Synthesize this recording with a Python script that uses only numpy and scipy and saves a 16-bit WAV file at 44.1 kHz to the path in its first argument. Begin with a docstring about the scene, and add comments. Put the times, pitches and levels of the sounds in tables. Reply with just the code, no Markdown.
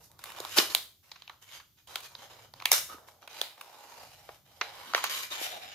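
"""Soft rubbing and small snaps, close to a stereo microphone: hands open a cardboard box and slide a thin
plastic tray out of it. Stick-slip friction of fingers and tray on the board makes the rasp; buckling flaps
and tray snap and crackle. Both excite the modes of the sheets and the air in the box.
A small room reverberates; a low rumble, a brief hum and a faint hiss lie below."""
import sys
import numpy as np
from scipy import signal
from scipy.fft import rfft, irfft, next_fast_len
from scipy.io import wavfile

SR = 44100
rng = np.random.default_rng(int(sys.argv[2]) if len(sys.argv) > 2 else 0)


def generate_wav(sig):
    """Save sig (samples, or channels by samples) to the path in sys.argv[1] as 16-bit PCM at SR."""
    pcm = np.round(np.clip(np.atleast_2d(sig).T, -1, 1) * 32767).astype(np.int16)
    wavfile.write(sys.argv[1], SR, pcm)


N = 253310

# likeness of left and right: f/Hz, correlation
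COHERENCE = [(60, .87), (300, 0.83), (1000, 0.66), (3000, 0.24), (12000, 0.16)]
# bending modes of board and tray: f/Hz, bandwidth/Hz, level/dB
SHEET_MODES = [(2390, 74, 4), (3007, 270, 3.5), (3850, 330, 2.5), (4820, 150, 2), (5700, 90, -2.5),
               (6716, 400, 4)]


def from_db(db):
    """Amplitude ratio of a level in dB."""
    return 10 ** (np.asarray(db) / 20)


def unit_rms(x):
    """Normalisation of each row to rms 1."""
    return x / np.sqrt(np.mean(x ** 2, axis=-1, keepdims=True) + 1e-20)


def in_time(rows):
    """Linear interpolation in time: one value per sample for each column after t/s."""
    times, *columns = np.transpose(rows)
    return [np.interp(np.arange(N) / SR, times, column) for column in columns]


def at_hz(points, hz):
    """Interpolation on a logarithmic frequency axis."""
    freqs, values = np.transpose(points)
    return np.interp(np.log(np.maximum(hz, 1)), np.log(freqs), values)


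def band(x, low_hz, high_hz, order=2):
    """Maximally flat band-pass."""
    return signal.sosfilt(signal.butter(order, [low_hz, high_hz], "band", fs=SR, output="sos"), x)


def resonance(x, hz, width_hz):
    """Damped two-pole resonator of peak gain 1."""
    r = np.exp(-np.pi * width_hz / SR)
    poles = [1, -2 * r * np.cos(2 * np.pi * hz / SR), r * r]
    return signal.lfilter(np.array([1, 0, -1]) * (1 - r * r) / 2, poles, x)


def gliding_resonance(x, hz, width_hz):
    """Time-varying resonator, retuned block by block; the noise power passed stays even."""
    out, state, block = np.zeros_like(x), np.zeros((len(x), 2)), 256
    r = np.exp(-np.pi * np.maximum(width_hz, 20) / SR)
    for i in range(0, N, block):
        poles = [1, -2 * r[i] * np.cos(2 * np.pi * hz[i] / SR), r[i] ** 2]
        zeros = np.sqrt(1 - r[i] ** 2) * np.array([1, 0, -1])
        out[:, i:i + block], state = signal.lfilter(zeros, poles, x[:, i:i + block], zi=state)
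    return unit_rms(out)


def drift(rate_hz):
    """Random modulation: low-passed noise of rms 1."""
    r = np.exp(-2 * np.pi * rate_hz / SR)
    return unit_rms(signal.lfilter([1], [1, -2 * r, r * r], rng.standard_normal(N + SR))[SR:])


def stereo_pair(mid, side, hz):
    """Partial coherence: sum and difference of unrelated signals give two sides, alike in the bass."""
    alike = np.clip(at_hz(COHERENCE, hz), 0, 1)
    return np.sqrt(1 + alike) * mid + np.sqrt(1 - alike) * side * [[1], [-1]]


def coloured(pair, spectrum):
    """Spectral shaping of two unrelated noises into left and right, each of rms 1."""
    size = next_fast_len(N)
    hz = np.arange(size // 2 + 1) * SR / size
    mid, side = rfft(pair, size) * from_db(at_hz(spectrum, hz))
    return unit_rms(irfft(stereo_pair(mid, side, hz), size)[:, :N])


def hiss(level_db=-71):
    """Stationary broadband noise: a faint steady hiss."""
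    # noise spectrum: f/Hz, relative density/dB
    spectrum = [(180, -38), (300, -11.5), (2100, -20), (3460, -5.5), (7440, -8.5), (7820, -18),
                (15000, -2.5), (16000, -19)]
    return from_db(level_db) * coloured(rng.standard_normal((2, N)), spectrum)


def rumble():
    """Amplitude-modulated low noise: a rumble that comes and goes."""
    # envelope: t/s, level/dB
    envelope = [(0, -67.5), (.72, -65), (.9, -73), (1.7, -72.5), (2.3, -70), (2.9, -65), (3.13, -73),
                (3.8, -80), (4.05, -68), (4.9, -70), (5.74, -70.5)]
    # noise spectrum: f/Hz, relative density/dB
    spectrum = [(15, -35), (25, -17.5), (87, 2.5), (142, -1.5), (232, -13), (400, -12.5), (520, -43.5),
                (880, -120)]
    return from_db(in_time(envelope)[0]) * coloured(rng.standard_normal((2, N)), spectrum)


def hum(hz=110.4, width_hz=9.1):
    """Narrow-band noise is heard as a pitch: a low hum that swells briefly."""
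    # envelope: t/s, level/dB
    envelope = [(2.05, -90.5), (2.2, -70), (2.4, -69.5), (2.58, -66.5), (2.66, -88.5)]
    return from_db(in_time(envelope)[0]) * unit_rms(resonance(rng.standard_normal(N), hz, width_hz))


def room(x, first_echo_s=0.0045):
    """Diffuse reverberation: convolution with octave bands of noise, each decaying exponentially."""
    # reverberation time: f/Hz, T60/s
    decay_times = [(200, 0.45), (530, 0.35), (1390, 0.32), (3680, 0.34), (9700, 0.36)]
    t, response = np.arange(SR // 2) / SR, 0
    for hz in 125 * 2.0 ** np.arange(8):
        mid, side = band(rng.standard_normal((2, len(t))), hz / np.sqrt(2), min(hz * np.sqrt(2), 20000))
        response += stereo_pair(mid, side, hz) * from_db(-60 * t / at_hz(decay_times, hz))
    response *= np.clip((t - first_echo_s) / 0.00043, 0, 1)
    response /= np.sqrt(np.sum(response ** 2, axis=1, keepdims=True))
    return signal.fftconvolve(x[None], response, axes=1)[:, :N]


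def localise(x):
    """Level and time differences between the sides give the direction of hands and tray."""
    # place of the hands: t/s, left minus right level/dB
    balance = [(0.0, -2), (4.97, -1.5), (5.45, 2.5), (5.74, -2)]
    # the tray moves left: t/s, delay of the right side/ms
    lag = [(0, 0.013), (4.4, 0.041), (4.8, 0.056), (5.25, 0.18), (5.6, 0.4)]
    pan_db = in_time(balance)[0]
    delayed = np.arange(N) - np.round(in_time(lag)[0] * SR / 1000)
    right = x[1][np.clip(delayed, 0, N - 1).astype(int)]
    return np.array([x[0] * from_db(pan_db / 2), right * from_db(-pan_db / 2)])


def stroke_gains(grip_s=0.014, release_db_per_s=501.5):
    """Incoherent strokes add in power; each grips, swells or fades, then lets go."""
    # rubbing strokes: t/s, duration/s, rasp level/dB, swell/dB, body re rasp/dB, treble re rasp/dB
    strokes = [(0.0, 0.024, -57, -18, 6, 4), (0.015, 0.043, -70, 5, -2.5, 8),
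               (0.089, 0.078, -81.5, 3, 10.5, -1), (0.179, 0.12, -65.5, 10, -2, -1.5),
               (0.248, 0.21, -56.5, 6.5, 1.5, -5.5), (0.458, 0.11, -52.5, 8.5, -8.5, -1.5),
               (0.553, 0.028, -46, 23, -3.5, 0.5), (0.587, 0.022, -35, -7, -4, -16),
               (0.692, 0.1, -44.5, -5.5, -7, 0), (1.024, 0.11, -69, -0.5, -4.5, -0.5),
               (1.11, 0.19, -61.5, -7, -13, -15), (1.302, 0.059, -66, -9.5, 4.5, -4),
               (1.411, 0.019, -58, 1, -8, -1.5), (1.457, 0.11, -61, 13, -10.5, -6),
               (1.766, 0.036, -67, 3, -9.5, -8.5), (1.875, 0.12, -53.5, -1, -0.5, -3),
               (2.017, 0.031, -57, 12.5, -9.5, -4), (2.101, 0.066, -60.5, -7.5, 2, -1.5),
               (2.176, 0.079, -55, 0, -2.5, -6.5), (2.291, 0.16, -58, 0, -1, -6.5),
               (2.546, 0.15, -63.5, 9, -2, -6), (2.709, 0.073, -25.5, -11.5, -12.5, 1.5),
               (2.883, 0.055, -55, -0.5, 9.5, -1), (2.97, 0.3, -68.5, -17.5, 8.5, -0.5),
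               (3.067, 0.047, -56, -11.5, -3.5, -2), (3.207, 0.046, -63.5, -4.5, 2, -6.5),
               (3.285, 0.11, -56.5, 11.5, -6, -6), (3.401, 0.16, -45, -20.5, -6, -10),
               (3.567, 0.472, -62, 6, 1.5, -4), (4.022, 0.34, -60.5, -2, -3.5, -3),
               (4.446, 0.16, -69, 5.5, -1, -2.5), (4.613, 0.11, -44.5, -10.5, -3, -9.5),
               (4.714, 0.3, -51.5, 2.5, -1, -7), (4.952, 0.013, -30.5, -1, -3, -7.5),
               (5.012, 0.055, -45, 10, -8, -13.5), (5.089, 0.15, -35, -5.5, -9.5, -4.5),
               (5.3, 0.13, -37.5, -6.5, -8, -9), (5.393, 0.05, -41, 7, -14, -4),
               (5.445, .16, -38.5, -13.5, -8.5, -9), (5.522, 0.067, -58, -4, 12, -11),
               (5.605, 0.052, -48.5, 1, -6.5, -11.5), (5.67, 0.067, -47, -4, -9.5, -15.5)]
    t, power = np.arange(N) / SR, np.zeros((3, N))
    for start, length, rasp_db, swell_db, body_db, treble_db in strokes:
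        span = slice(int(start * SR), int((start + length) * SR) + SR // 4)
        age = np.maximum(t[span] - start, 0)
        release_db = release_db_per_s * np.maximum(age - length, 0)
        level_db = rasp_db + swell_db * np.minimum(age / length, 1) - release_db
        envelope = np.minimum(age / grip_s, 1) * from_db(level_db)
        power[:, span] += (envelope * from_db([[0], [body_db], [treble_db]])) ** 2
    return np.sqrt(power)


def shifting_modes(x):
    """Modal modulation: as the contact moves and the sheet bends, modes come, go and slide in pitch."""
    out = 0
    for hz, width, db in SHEET_MODES:
        slide, swell_db = 1 + .05 * drift(2), 3 * drift(7)
        mode = gliding_resonance(x, hz * slide, np.full(N, width))
        out += np.sqrt(width) * from_db(db + swell_db) * mode
    return out


def rubbing(median_breaks_per_s=90, break_db=15, bump_share=0.14, room_db=-5.5):
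    """Stick-slip friction: fibres slip and break in clumps, driving the box's air and the sheet modes."""
    # friction spectrum: f/Hz, relative density/dB
    spectrum = [(120, -49), (200, -12.5), (432, -4), (548, -1.5), (749, -8.5), (1100, -8), (1480, -8.5),
                (3020, -10), (6050, -9), (7830, -16.5), (13600, -13.5), (16000, -33.5)]
    # air resonance of the box, retuned by fingers and tray: t/s, f/Hz, bandwidth/Hz
    cavity = [(0, 698, 301.3), (.25, 1036, 351.6), (2.0, 881, 350.3), (2.4, 792, 295), (2.87, 933, 301.4),
              (2.9, 1260, 90.4), (2.955, 1258, 88.9), (2.98, 725, 258.4), (3.92, 900, 181.3),
              (4.1, 766, 148), (4.65, 795, 195.8), (4.9, 1070, 180), (5.2, 1050, 97.5), (5.33, 1000, 246.8),
              (5.41, 744, 96.7)]
    slips = rng.standard_normal((2, N)) * from_db(1.8 * drift(300) + 1.4 * drift(40))
    breaks = rng.random(N) < median_breaks_per_s * from_db(5 * drift(8)) / SR
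    strength = from_db(break_db + 4 * np.minimum(rng.exponential(1, N), 3))
    friction = coloured(slips + breaks * strength * rng.choice([-1, 1], N), spectrum)
    low = unit_rms(band(friction, 280, 1600, order=3))
    middle = unit_rms(band(friction, 1400, 4120, order=3))
    bumps = from_db(4 * drift(12)) * unit_rms(band(friction, 120, 290))   # the box bumps in the hand
    body = .45 * low + gliding_resonance(low, *in_time(cavity)) + bump_share * bumps
    rasp = 0.76 * middle + unit_rms(shifting_modes(middle))
    treble = band(friction, 4600, 17000, order=3)
    rasp_gain, body_gain, treble_gain = stroke_gains()
    direct = body_gain * unit_rms(body) + rasp_gain * unit_rms(rasp) + treble_gain * unit_rms(treble)
    return localise(direct) + from_db(room_db) * room(direct[0])


def sheet_ring(clicks, hz, width_hz=1920):
    """Modal superposition: clicks excite one broad resonance and the modes of board and tray."""
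    broad = resonance(resonance(clicks, hz, width_hz), hz, width_hz)
    modes = sum(from_db(db) * resonance(clicks, mode_hz, width) * (-1) ** k
                for k, (mode_hz, width, db) in enumerate(SHEET_MODES))
    ring = unit_rms(broad) + 0.32 * unit_rms(modes)
    return unit_rms(unit_rms(band(ring, 970, 6700)) + 0.63 * unit_rms(band(clicks, 1500, 5200)))


def box_ring(clicks, hz, panel_hz=358):
    """Cavity and panel resonance: the hollow box rings and its broad face thumps, more at low pitch."""
    hollow = unit_rms(band(resonance(clicks, hz, 0.5 * hz), .5 * hz, 2 * hz, order=3))
    panel = unit_rms(band(resonance(clicks[2], panel_hz, width_hz=70), 260, 520))
    return hollow + 0.2 * (600 / hz) ** 2.1 * panel


def snaps(rise_share=0.63, room_db=-9):
    """Buckling releases elastic energy in a few uneven clicks, which ring the sheet and the box."""
    # flaps and tray buckle: t/s, peak level/dB, sheet f/Hz, body f/Hz,
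    # body re sheet/dB, treble re sheet/dB, burst duration/ms
    buckles = [(0.115, -44.5, 3970, 900, -7, 4, 1.5), (0.19, -37, 4350, 960, 1.5, -1.5, 3.2),
               (0.238, -29, 3950, 1240, 1.5, 2.5, 2.9), (0.256, -36, 3920, 960, -2, -3, 2.3),
               (0.302, -35.5, 2410, 1090, 1.5, -1, 1.9), (0.319, -32, 2420, 1150, -1, -4, 2.2),
               (0.363, -38.5, 3460, 900, -6, -7.5, 2), (0.386, -32, 3660, 910, 3, -7.5, 1.5),
               (0.401, -24, 4120, 482, 0, -1, 2.4), (0.449, -25, 3670, 950, 2, -5, 1.8),
               (0.572, -19, 4130, 820, -3, -11, 4.1), (0.583, -5.5, 4100, 369, -12, -22, 4.95),
               (0.699, -32, 3900, 1010, -11.5, -16, 8.1), (0.748, -4.5, 3470, 750, -14.5, -4, 2.47),
               (1.115, -32, 4080, 950, -8, -14, 4.5), (1.156, -41, 1460, 1190, -4, -22, 7.6),
               (1.22, -35, 3600, 1110, -7, -14, 2.5), (1.277, -33, 2830, 930, -10, -19, 2.4),
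               (1.295, -33, 3220, 1143, 4, -13, 3.1), (1.511, -42, 3170, 1075, -4, -13, 6.6),
               (1.597, -40, 1586, 1323, -2, -16.5, 7.8), (1.871, -41, 3340, 875, -7, -2.5, 7.1),
               (1.956, -19, 3200, 1190, -4.5, -7, 2.77), (2.004, -36, 2280, 1200, -11, 2, 3.2),
               (2.151, -29.5, 3850, 960, -8.5, -19, 2), (2.537, -34, 4360, 910, -1, -9, 2.5),
               (2.6, -33.5, 2790, 975, -6, -17, 2.1), (2.611, -37.5, 1500, 1110, 14, -18, 3),
               (2.621, -32, 1830, 1160, 0.5, -14, 3.2), (2.655, -9.5, 2235, 1230, -9.5, -7, 2.3),
               (2.716, -3.5, 5700, 1010, -9.5, 0, 1.85), (2.729, -8, 5040, 690, -8.5, 4, 1.64),
               (2.941, -41, 1480, 299, 6, -17.5, 7), (2.982, -43, 1650, 858, 11, -14, 2.6),
               (3.084, -42, 1540, 922, 2.5, -6.5, 3.2), (3.226, -43, 1700, 1255, 2.5, -18.5, 4.8),
               (3.275, -31.5, 2110, 1050, -2, -8, 3.3), (3.414, -14.5, 3650, 770, -11.5, -5.5, 1.5),
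               (3.575, -45.5, 2200, 900, 5, -14, 4.4), (3.61, -31, 2180, 1440, -2, -4.5, 3.3),
               (4.289, -31.5, 1740, 736, 9.5, -12.5, 3.8), (4.611, -15, 1540, 844, -5, -19, 5.4),
               (4.936, -17, 1640, 1250, 4, -23, 1.1), (4.947, -8.5, 1650, 850, -6.5, -20.5, 2.5),
               (4.977, -22.5, 2210, 1080, 6, -17, 4.1), (5.039, -16.5, 1730, 1270, 0, -7, 3.1),
               (5.044, -24, 1570, 1120, -4, -31, 2.9), (5.31, -37.5, 3500, 510, 0, -15, 12),
               (5.412, -28.5, 1500, 565, 14, -10, 3.1)]
    direct, to_room, size = np.zeros((2, N)), np.zeros(N), 2048
    t = np.arange(size) / SR
    for start, peak_db, sheet_hz, body_hz, body_db, treble_db, burst_ms in buckles:
        length = max(burst_ms, .3) / 1000
        envelope = np.minimum(t / (rise_share * length), 1) * np.exp(-(t / length) ** 1.39)
        burst = rng.standard_normal((2, size)) * from_db(3.8 * rng.standard_normal(size)) * envelope
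        # heard from all round, the burst evens out to one plain click of the same energy
        impulse = (t == 0) * np.sqrt(np.sum(burst[0] ** 2))
        clicks = np.vstack([burst, impulse])
        snap = sheet_ring(clicks, sheet_hz) + from_db(body_db) * box_ring(clicks, body_hz)
        snap += from_db(treble_db) * unit_rms(band(clicks, 5800, 17000))
        mid, side, diffuse = snap * from_db(peak_db) / np.abs(snap[0]).max()
        side = 0.53 * band(side, 1200, 13000, order=1)   # the sides differ above the bass
        at = round(start * SR)
        direct[:, at:at + size] += mid + side * [[1], [-1]]
        to_room[at:at + size] += from_db(room_db) * band(diffuse, 300, 22000)
    return localise(direct) + room(to_room)


def scene():
    """Superposition of the snaps and rubbing in the room with the background."""
    return snaps() + rubbing() + rumble() + hum() + hiss()


def record(dry, port_hz=12540, port_db=-6.5, ceiling=.85, cutoff_hz=17000):
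    """Microphone port resonance lifts the treble, saturation rounds the peaks, low-passes cut the top."""
    lifted = dry + from_db(port_db) * resonance(dry, port_hz, width_hz=2200)
    rounded = lifted / (1 + (lifted / ceiling) ** 6) ** (1 / 6)
    rolled_off = signal.sosfilt(signal.butter(8, 15400, fs=SR, output="sos"), rounded)
    return signal.sosfilt(signal.cheby2(16, 100, cutoff_hz, fs=SR, output="sos"), rolled_off)


dry = scene()
out = record(dry)
generate_wav(out)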